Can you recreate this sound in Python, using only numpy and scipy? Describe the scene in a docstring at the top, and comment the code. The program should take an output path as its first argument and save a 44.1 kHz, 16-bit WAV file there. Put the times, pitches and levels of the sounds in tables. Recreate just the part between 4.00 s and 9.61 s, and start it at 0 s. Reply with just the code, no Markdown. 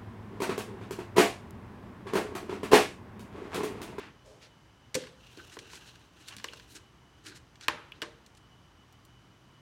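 """A table in a small room, one microphone close to hands working on the cut-off rim of a plastic tub.
A paper label slides aside, rustling. The clear film stretched across the rim snaps and rings like a
small drum: a hollow pop. Fingers rub and click round the rim, exciting its stiff modes, then the ring
is set down with two rocking clacks. Behind: short reverberation, air, mains hum and a faint whine."""
import sys
import numpy as np
from scipy import signal
from scipy.fft import rfft, irfft
from scipy.io import wavfile

SR = 44100
rng = np.random.default_rng(int(sys.argv[2]) if len(sys.argv) > 2 else 0)


def store_wav(level_fs):
    """Save 16-bit WAV to argv[1]."""
    pcm = np.round(np.clip(np.atleast_2d(level_fs), -1, 1) * 32767)
    wavfile.write(sys.argv[1], SR, pcm.T.astype(np.int16))


N = 247385
TIME = np.arange(N) / SR
POP_S = 0.9526

# modes of the stiff rim: f/Hz, relative level/dB, t60/s before the fingers damp them
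RIM_MODES = [(923, 4, 0.006), (1051, -1, 0.039), (1183, -8.5, 0.045), (1617, 2, 0.011), (1830, -6, 0.026),
             (1945, -2, 0.0088), (2394, 2.5, 0.0094), (2640, 1.5, 0.006), (2893, -3, 0.02),
             (3357, -2, 0.011), (3860, 1.5, 0.0044), (4290, -3.5, 0.015), (4665, 0.5, 0.0067),
             (5860, 1, 0.0058), (7150, -2, 0.0078), (8540, 4, 0.0024), (9450, -9, 0.005),
             (12200, -21, 0.0056)]
# the ring lands on one edge and rocks onto the other:
# t/s, level/dB, centre f/Hz, skid/s, rocking time/s, other edge level/dB
LANDINGS = [(3.6824, -17.5, 1780, 0.001, .0023, -33.5), (4.0185, -29.5, 2480, 0.011, .0055, -37)]
# low modes of the whole ring on the table: f/Hz, level for an average landing/dB, t60/s
RING_MODES = [(175, -49, 0.057), (345, -37.5, 0.031), (456, -30, .02), (598, -36.5, 0.022)]
# fingers knock and flex the held ring: t/s, click level/dB, click f/Hz, flex level/dB, flex f/Hz
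KNOCKS = [(1.373, -51, 3100, -36, 370), (1.5684, -42, 1230, -33.5, 410), (1.732, -44.5, 1300, -53, 356),
          (2.366, -43.5, 4960, -42, 197), (2.4427, -31, 2490, -34, 484), (2.534, -43.5, 3250, -41, 536)]
# light ticks on plastic, the last ones faint and high: t/s, level/dB, centre f/Hz
PLASTIC_TICKS = [(1.037, -47, 2030), (1.07, -47.5, 1970), (1.385, -58, 1510), (1.589, -41, 4170),
                 (1.755, -45, 4440), (2.2837, -39.5, 4840), (2.307, -47.5, 1710), (2.383, -45, 3400),
                 (2.398, -45.5, 2820), (2.597, -47.5, 2480), (3.2659, -46, 4260), (3.556, -54.5, 3030),
                 (3.61, -45.5, 3300), (4.2624, -53.5, 4900), (4.35, -59.5, 4740), (4.925, -62.5, 8200),
                 (5.0504, -58.5, 8200)]
# sticking skin lets go and the rim chirps at one pitch: t/s, level/dB, skid/s
SKIN_CHIRPS = [(2.484, -38.5, .008), (3.9196, -40.5, 0.00064)]
# drum modes of the stretched film: f/Hz, level/dB, t60/s
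FILM_MODES = [(138, -50.5, 0.44), (168, -35, 0.16), (252, -38.5, 0.57), (304, -39.5, 0.9),
              (363, -41.5, 0.69), (422, -29, 0.11), (464, -36, 0.33), (510, -27.5, 0.4)]
# fingers travelling round the rim, one list a turn: t/s, relative level/dB
RUB_TURNS = [
    [(1.15, -87), (1.35, -58), (1.482, -59.5), (1.692, -63), (1.766, -58.5), (1.99, -66.5), (2.1, -69)],
    [(2.1, -85), (2.248, -62.5), (2.404, -61.5), (2.604, -61.5), (2.748, -66.5), (2.88, -94)],
    [(3.18, -78), (3.45, -93)],
]
# spectrum of skin rubbing on plastic: f/Hz, gain/dB
RUB_COLOUR = [(590, -3.5), (1000, -5.5), (1400, -12.5), (2150, -10), (2810, 4.5), (4310, -4.5), (4620, -6),
              (6040, -3), (7100, -7.5), (14200, -17), (16000, -20)]
# broad hollows that colour all rubbing on the ring: f/Hz, width/Hz, mean gain/dB
HOLLOWS = [(1535, 310, 12.5), (2610, 520, -6), (4000, 500, -1), (5800, 1700, -16)]
# short strokes of skin: peak t/s, length/s, hiss level/dB, hiss f/Hz, bowed flex level/dB
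STROKES = [(1.396, 0.015, -51.5, 1650, -76), (1.533, .025, -52.5, 4380, -66),
           (1.74, 0.04, -50.5, 4000, -63), (1.87, 0.022, -57, 4070, -77), (2.211, 0.02, -59.5, 4450, -68),
           (2.288, 0.016, -48.5, 4750, -67), (2.719, 0.027, -57.5, 6200, -71),
           (2.761, 0.016, -48, 4200, -58.5), (3.274, 0.027, -47.5, 4000, -57.5),
           (3.324, 0.018, -56, 2300, -63), (3.363, 0.015, -51, 4000, -71), (3.634, .025, -48.5, 3050, -66),
           (3.966, 0.022, -61, 2770, -65), (4.375, 0.0052, -58, 4740, -84)]
# the label slides on the table: peak t/s, fall/s, rustle level/dB, rustle f/Hz, drone level/dB, f/Hz
LABEL_SLIDES = [(.005, 0.081, -48.5, 1500, -55.5, 300), (.265, 0.12, -65, 3900, -57.5, 480),
                (0.429, 0.043, -55, 2570, -68, 550)]
# decay of the room's tail: f/Hz, t60/s
ROOM_T60 = [(150, 0.85), (500, 0.59), (1500, 0.55), (4000, 0.53), (8000, 0.24), (16000, 0.64)]
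# colour of the room's reflections: f/Hz, gain/dB
ROOM_COLOUR = [(100, 5.5), (400, 7.5), (1000, 2.5), (2500, -4.5), (5000, -3), (9000, -4), (16000, -20)]
# air of the still room: f/Hz, relative level/dB
AIR_COLOUR = [(15, -50), (25, -32), (49, -1), (117, -2.5), (149, -5), (236, -10), (309, -9), (344, -10.5),
              (531, -17.5), (1020, -15), (2610, -24), (2990, -23), (3430, -26), (5880, -32), (16000, -47)]
# mains hum and faint steady bands above it: f/Hz, width/Hz, level/dB
ROOM_TONES = [(123.5, 2.4, -70.5), (1094, 280, -79.5), (3044, 230, -77.5), (4870, 100, -86.5),
              (5960, 1000, -81.5)]
# a thin whine that grows stronger late on: t/s, level/dB
WHINE_LEVELS = [(0, -75), (4.38, -79), (4.46, -72.5), (5.6, -76)]


def rim_clicks(shell_db=-2, shell_t60=0.038, crack_db=-14, crack_t60=0.0058, held_t60=0.03):
    """Each push and skid rings the finger-damped rim; gives the sound at the microphone and all round."""
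    near, radiated, t = np.zeros(N), np.zeros(N), TIME[:SR // 12]
    push = signal.unit_impulse(len(t))
    modes = sum((-1) ** k * mode(t, hz, db, min(t60, held_t60))
                for k, (hz, db, t60) in enumerate(RIM_MODES))
    for s, db, edges, skid_s in contacts():
        skid, shell, crack = rng.standard_normal((3, len(t)))
        force = push + unit_energy(skid * np.exp(-t / skid_s))
        ringing = unit_energy(signal.fftconvolve(force, modes)[:len(t)])
        # between the clear modes lie many crowded, quickly damped ones
        body = ringing + from_db(shell_db) * unit_energy(shell * dying(t, shell_t60))
        # hard plastic cracks in the treble, the more so the harder the blow
        snap = from_db(crack_db + 0.24 * db) * unit_energy(band(crack * dying(t, crack_t60), 6900, 14200))
        size = from_db(db) * np.sqrt(0.004 * SR)   # level counts as energy spread over 4 ms
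        add(near, s, size * (unit_energy(band(body, *edges)) + snap))
        # summed over all directions, the peaks of the modes even out
        add(radiated, s, size * (unit_energy(band(push, *edges)) + snap))
    return near, radiated


def contacts(catches_per_s=22, catch_hz=3620, tick_octaves=1.94, tick_skid_s=0.0055):
    """Every contact that rings the plastic: t/s, level/dB, band edges/Hz, skid/s."""
    yield POP_S - 0.0084, -30, around(4170, 1.8), 0.005   # the film tears loose,
    yield POP_S - 0.002, -30, around(6200, 0.89), 0.0043   # snaps
    yield POP_S, -28, around(2800, 3.8), 0.0059   # and slaps the rim
    for s, db, hz, skid_s, rock_s, other_db in LANDINGS:
        yield s, db, around(hz, 1.73), skid_s   # one edge lands,
        yield s + rock_s, other_db, around(2440, 2.9), 0.0018   # the other follows,
        yield s + 0.013, -37.5, around(1110, 2.9), 0.021   # the ring shuffles to rest
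    for s, db, hz, _, _ in KNOCKS:
        yield s, db, around(hz, 2.4), 0.0014
    for s, db, hz in PLASTIC_TICKS:
        yield s, db, around(hz, tick_octaves), tick_skid_s
    for s, db, skid_s in SKIN_CHIRPS:
        yield s, db, around(2840, 0.44), skid_s
    # a sliding finger catches at random, louder the harder it rubs
    pressure = rub_pressure()
    for i in np.flatnonzero((rng.random(N) < catches_per_s / SR) & (pressure > 0)):
        size, pitch = rng.uniform(-1, 1, 2)
        db = 20 * np.log10(pressure[i]) - 2.5 + 2 * size
        yield i / SR, db, around(catch_hz * 2 ** pitch, tick_octaves), tick_skid_s


def ring_thuds(rise_s=0.00041, flex_lag_s=0.00094, flex_cycles=7.4):
    """The ring flexes against hand or table and is damped at once."""
    out, t = np.zeros(N), TIME[:SR // 5]
    onset = 1 - np.exp(-t / rise_s)
    for s, _, _, db, hz in KNOCKS:
        add(out, s + flex_lag_s, onset * mode(t, hz, db, flex_cycles / hz))
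    body = onset * sum(mode(t, hz, db, t60) for hz, db, t60 in RING_MODES)
    average_db = np.mean([row[-1] for row in LANDINGS])
    for s, _, _, _, rock_s, other_db in LANDINGS:
        add(out, s + rock_s, from_db(0.97 * (other_db - average_db)) * body)
    return out


def film_pop(rise_s=0.00095, free_s=0.034, damped_t60=0.0086):
    """The film snaps through and its low modes ring until the fingers still it."""
    out, t = np.zeros(N), TIME[:SR // 2]
    envelope = (1 - np.exp(-t / rise_s)) * dying(np.maximum(t - free_s, 0), damped_t60)
    add(out, POP_S, envelope * sum(mode(t, hz, db, t60) for hz, db, t60 in FILM_MODES))
    return out


def film_crinkle(rise_s=0.0027):
    """The film crinkles as it slackens after the pop."""
    grain = friction(per_s=2200, spread_db=3, hiss=0.86)
    return slide(grain, POP_S + 2 * rise_s, rise_s, fall_s=0.11, db=-48.5, edges=around(2600, 1.7))


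def finger_strokes(flex_hz=333.6, fall_over_rise=1.35):
    """Each stroke hisses on the plastic and bows the ring's low flex."""
    grain = friction(per_s=2000, spread_db=1.5, hiss=0.59, hollows=HOLLOWS)
    out, skew = np.zeros(N), np.sqrt(fall_over_rise)
    for s, length_s, hiss_db, hiss_hz, flex_db in STROKES:
        rise_s, fall_s = length_s / skew, length_s * skew
        out += slide(grain, s, rise_s, fall_s, hiss_db, around(hiss_hz, 2.06))
        out += slide(grain, s, rise_s, fall_s, flex_db, around(flex_hz, 0.51))
    return out


def finger_rub(gain_db=2, flutter_db=2, flutter_hz=45):
    """Skin drags along the plastic with an unsteady grip."""
    grip = from_db(gain_db + flutter_db * wander(flutter_hz))
    slips = friction(per_s=1300, spread_db=2.5, hiss=0.9, hollows=HOLLOWS)
    return rub_pressure() * grip * rms_one(coloured(slips, RUB_COLOUR))


def rub_pressure():
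    """How hard the fingers drag at each moment, as a gain."""
    turns = map(np.transpose, RUB_TURNS)
    return sum(np.interp(TIME, times, from_db(db), left=0, right=0) for times, db in turns)


def paper_label(rise_s=0.017):
    """Each slide starts with a jerk and dies away: a rustle, and a low drone from the table top."""
    grain = friction(per_s=2500, spread_db=0.5, hiss=0.75)
    return sum(slide(grain, s, rise_s, fall_s, rustle_db, around(rustle_hz, 1.83))
               + slide(grain, s, rise_s, fall_s, drone_db, around(drone_hz, 0.82))
               for s, fall_s, rustle_db, rustle_hz, drone_db, drone_hz in LABEL_SLIDES)


def room_echoes(x, early_db=-10, early_t60=0.17, late_db=-12, gap_s=0.004, build_s=0.0032):
    """Quick reflections from the table and near things, then a tail that lasts longest in the bass."""
    out, t = np.zeros(N), TIME[:round(0.7 * SR)]
    edges = np.geomspace(70, 18000, 9)
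    white = rng.standard_normal((2, len(t)))
    late = sum(band(white[k % 2], low, high) * dying(t, at_hz(ROOM_T60, np.sqrt(low * high)))
               for k, (low, high) in enumerate(zip(edges, edges[1:])))
    late *= 1 - np.exp(-t / build_s)
    early = rng.standard_normal(len(t)) * dying(t, early_t60)
    echoes = from_db(early_db) * unit_energy(early) + from_db(late_db) * unit_energy(late)
    fade = np.minimum(1, 2 * (1 - t / t[-1]))
    add(out, gap_s, signal.fftconvolve(x, coloured(echoes, ROOM_COLOUR) * fade))
    return out


def room_tone(air_db=-59, whine_hz=2962):
    """Soft air noise with mains hum and a thin electrical whine."""
    air = from_db(air_db) * rms_one(coloured(rng.standard_normal(N), AIR_COLOUR))
    tones = sum(from_db(db) * narrow_noise(hz, width_hz) for hz, width_hz, db in ROOM_TONES)
    whine_gain = from_db(np.interp(TIME, *np.transpose(WHINE_LEVELS)))
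    return air + tones + whine_gain * narrow_noise(whine_hz, width_hz=22)


def friction(per_s, spread_db, hiss, hollows=(), shift_db=6, shift_hz=14):
    """Tiny uneven slips over a smooth hiss, lifted by any hollows, which shift with the grip; rms 1."""
    sizes = from_db(spread_db * np.minimum(rng.exponential(1, N), 4)) * rng.choice([-1, 1], N)
    slips = sizes * (rng.random(N) < per_s / SR)
    drag = rms_one(slips) + hiss * rng.standard_normal(N)
    resonance = np.zeros(N)
    for hz, width_hz, db in hollows:
        gain = from_db(db + shift_db * wander(shift_hz))
        resonance += gain * signal.lfilter(*signal.iirpeak(hz, hz / width_hz, fs=SR), drag)
    return rms_one(drag + resonance)


def slide(grain, s, rise_s, fall_s, db, edges):
    """A band of friction that swells as the grip tightens and then eases off."""
    out = np.zeros(N)
    inside = (TIME > s - 2 * rise_s) & (TIME < s + 2 * fall_s)
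    t = TIME[inside] - s
    swell = np.exp(-(t / np.where(t < 0, rise_s, fall_s)) ** 2)
    out[inside] = from_db(db) * swell * rms_one(band(grain[inside], *edges))
    return out


def mode(t, hz, db, t60):
    """A struck resonance."""
    return from_db(db) * np.sin(2 * np.pi * hz * t) * dying(t, t60)


def dying(t, t60):
    """Falls 60 dB in t60 seconds."""
    return np.exp(-np.log(1000) * t / t60)


def narrow_noise(centre_hz, width_hz):
    """A tone that wavers the faster the wider it is; rms 1."""
    hz = np.fft.rfftfreq(N, 1 / SR)
    peak = 1 / (1 + (2 * (hz - centre_hz) / width_hz) ** 2)
    return rms_one(irfft(peak * rfft(rng.standard_normal(N)), N))


def wander(rate_hz):
    """Smooth random motion; rms 1."""
    lowpass = signal.butter(2, rate_hz, fs=SR, output="sos")
    return rms_one(signal.sosfilt(lowpass, rng.standard_normal(N)))


def around(centre_hz, octaves):
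    """Low and high edge of a band."""
    return centre_hz * 2 ** (-octaves / 2), centre_hz * 2 ** (octaves / 2)


def band(x, low_hz, high_hz):
    """Causal band-pass."""
    high_hz = min(high_hz, 0.45 * SR)
    low_hz = min(low_hz, 0.95 * high_hz)
    return signal.sosfilt(signal.butter(2, [low_hz, high_hz], "band", fs=SR, output="sos"), x)


def coloured(x, spectrum):
    """Shape a signal with a smooth spectrum."""
    gain = from_db(at_hz(spectrum, np.fft.rfftfreq(len(x), 1 / SR)))
    return irfft(rfft(x) * gain, len(x))


def at_hz(points, hz):
    """Read a table on a log-frequency axis."""
    known_hz, values = np.transpose(points)
    return np.interp(np.log(np.maximum(hz, 1)), np.log(known_hz), values)


def from_db(db):
    """Decibels to gain."""
    return 10 ** (np.asarray(db) / 20)


def rms_one(x):
    """Scale to unit rms."""
    return x / np.sqrt(np.mean(x ** 2) + 1e-20)


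def unit_energy(x):
    """Scale to a total energy of one."""
    return x / np.linalg.norm(x)


def add(out, s, sound):
    """Mix a sound in at s seconds."""
    start = max(0, round(s * SR))
    out[start:start + len(sound)] += sound[:N - start]


def scene(pop_send_db=-8, rub_send_db=-1):
    """Handling close to the microphone, the room's reflections and steady tone behind; mono."""
    clicks, radiated = rim_clicks()
    thuds, pop = ring_thuds(), film_pop()
    rubbing = paper_label() + film_crinkle() + finger_strokes() + finger_rub()
    echoes = room_echoes(radiated + thuds + from_db(pop_send_db) * pop + from_db(rub_send_db) * rubbing)
    return (clicks + thuds + pop + rubbing + echoes + room_tone())[None]


def record(dry):
    """The microphone loses the bass below 40 Hz and the top above 16 kHz."""
    low_cut = signal.butter(2, 40, "high", fs=SR, output="sos")
    high_cut = signal.ellip(10, 0.2, 70, 16000, fs=SR, output="sos")
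    return signal.sosfilt(high_cut, signal.sosfilt(low_cut, dry))


dry = scene()
out = record(dry)
store_wav(out)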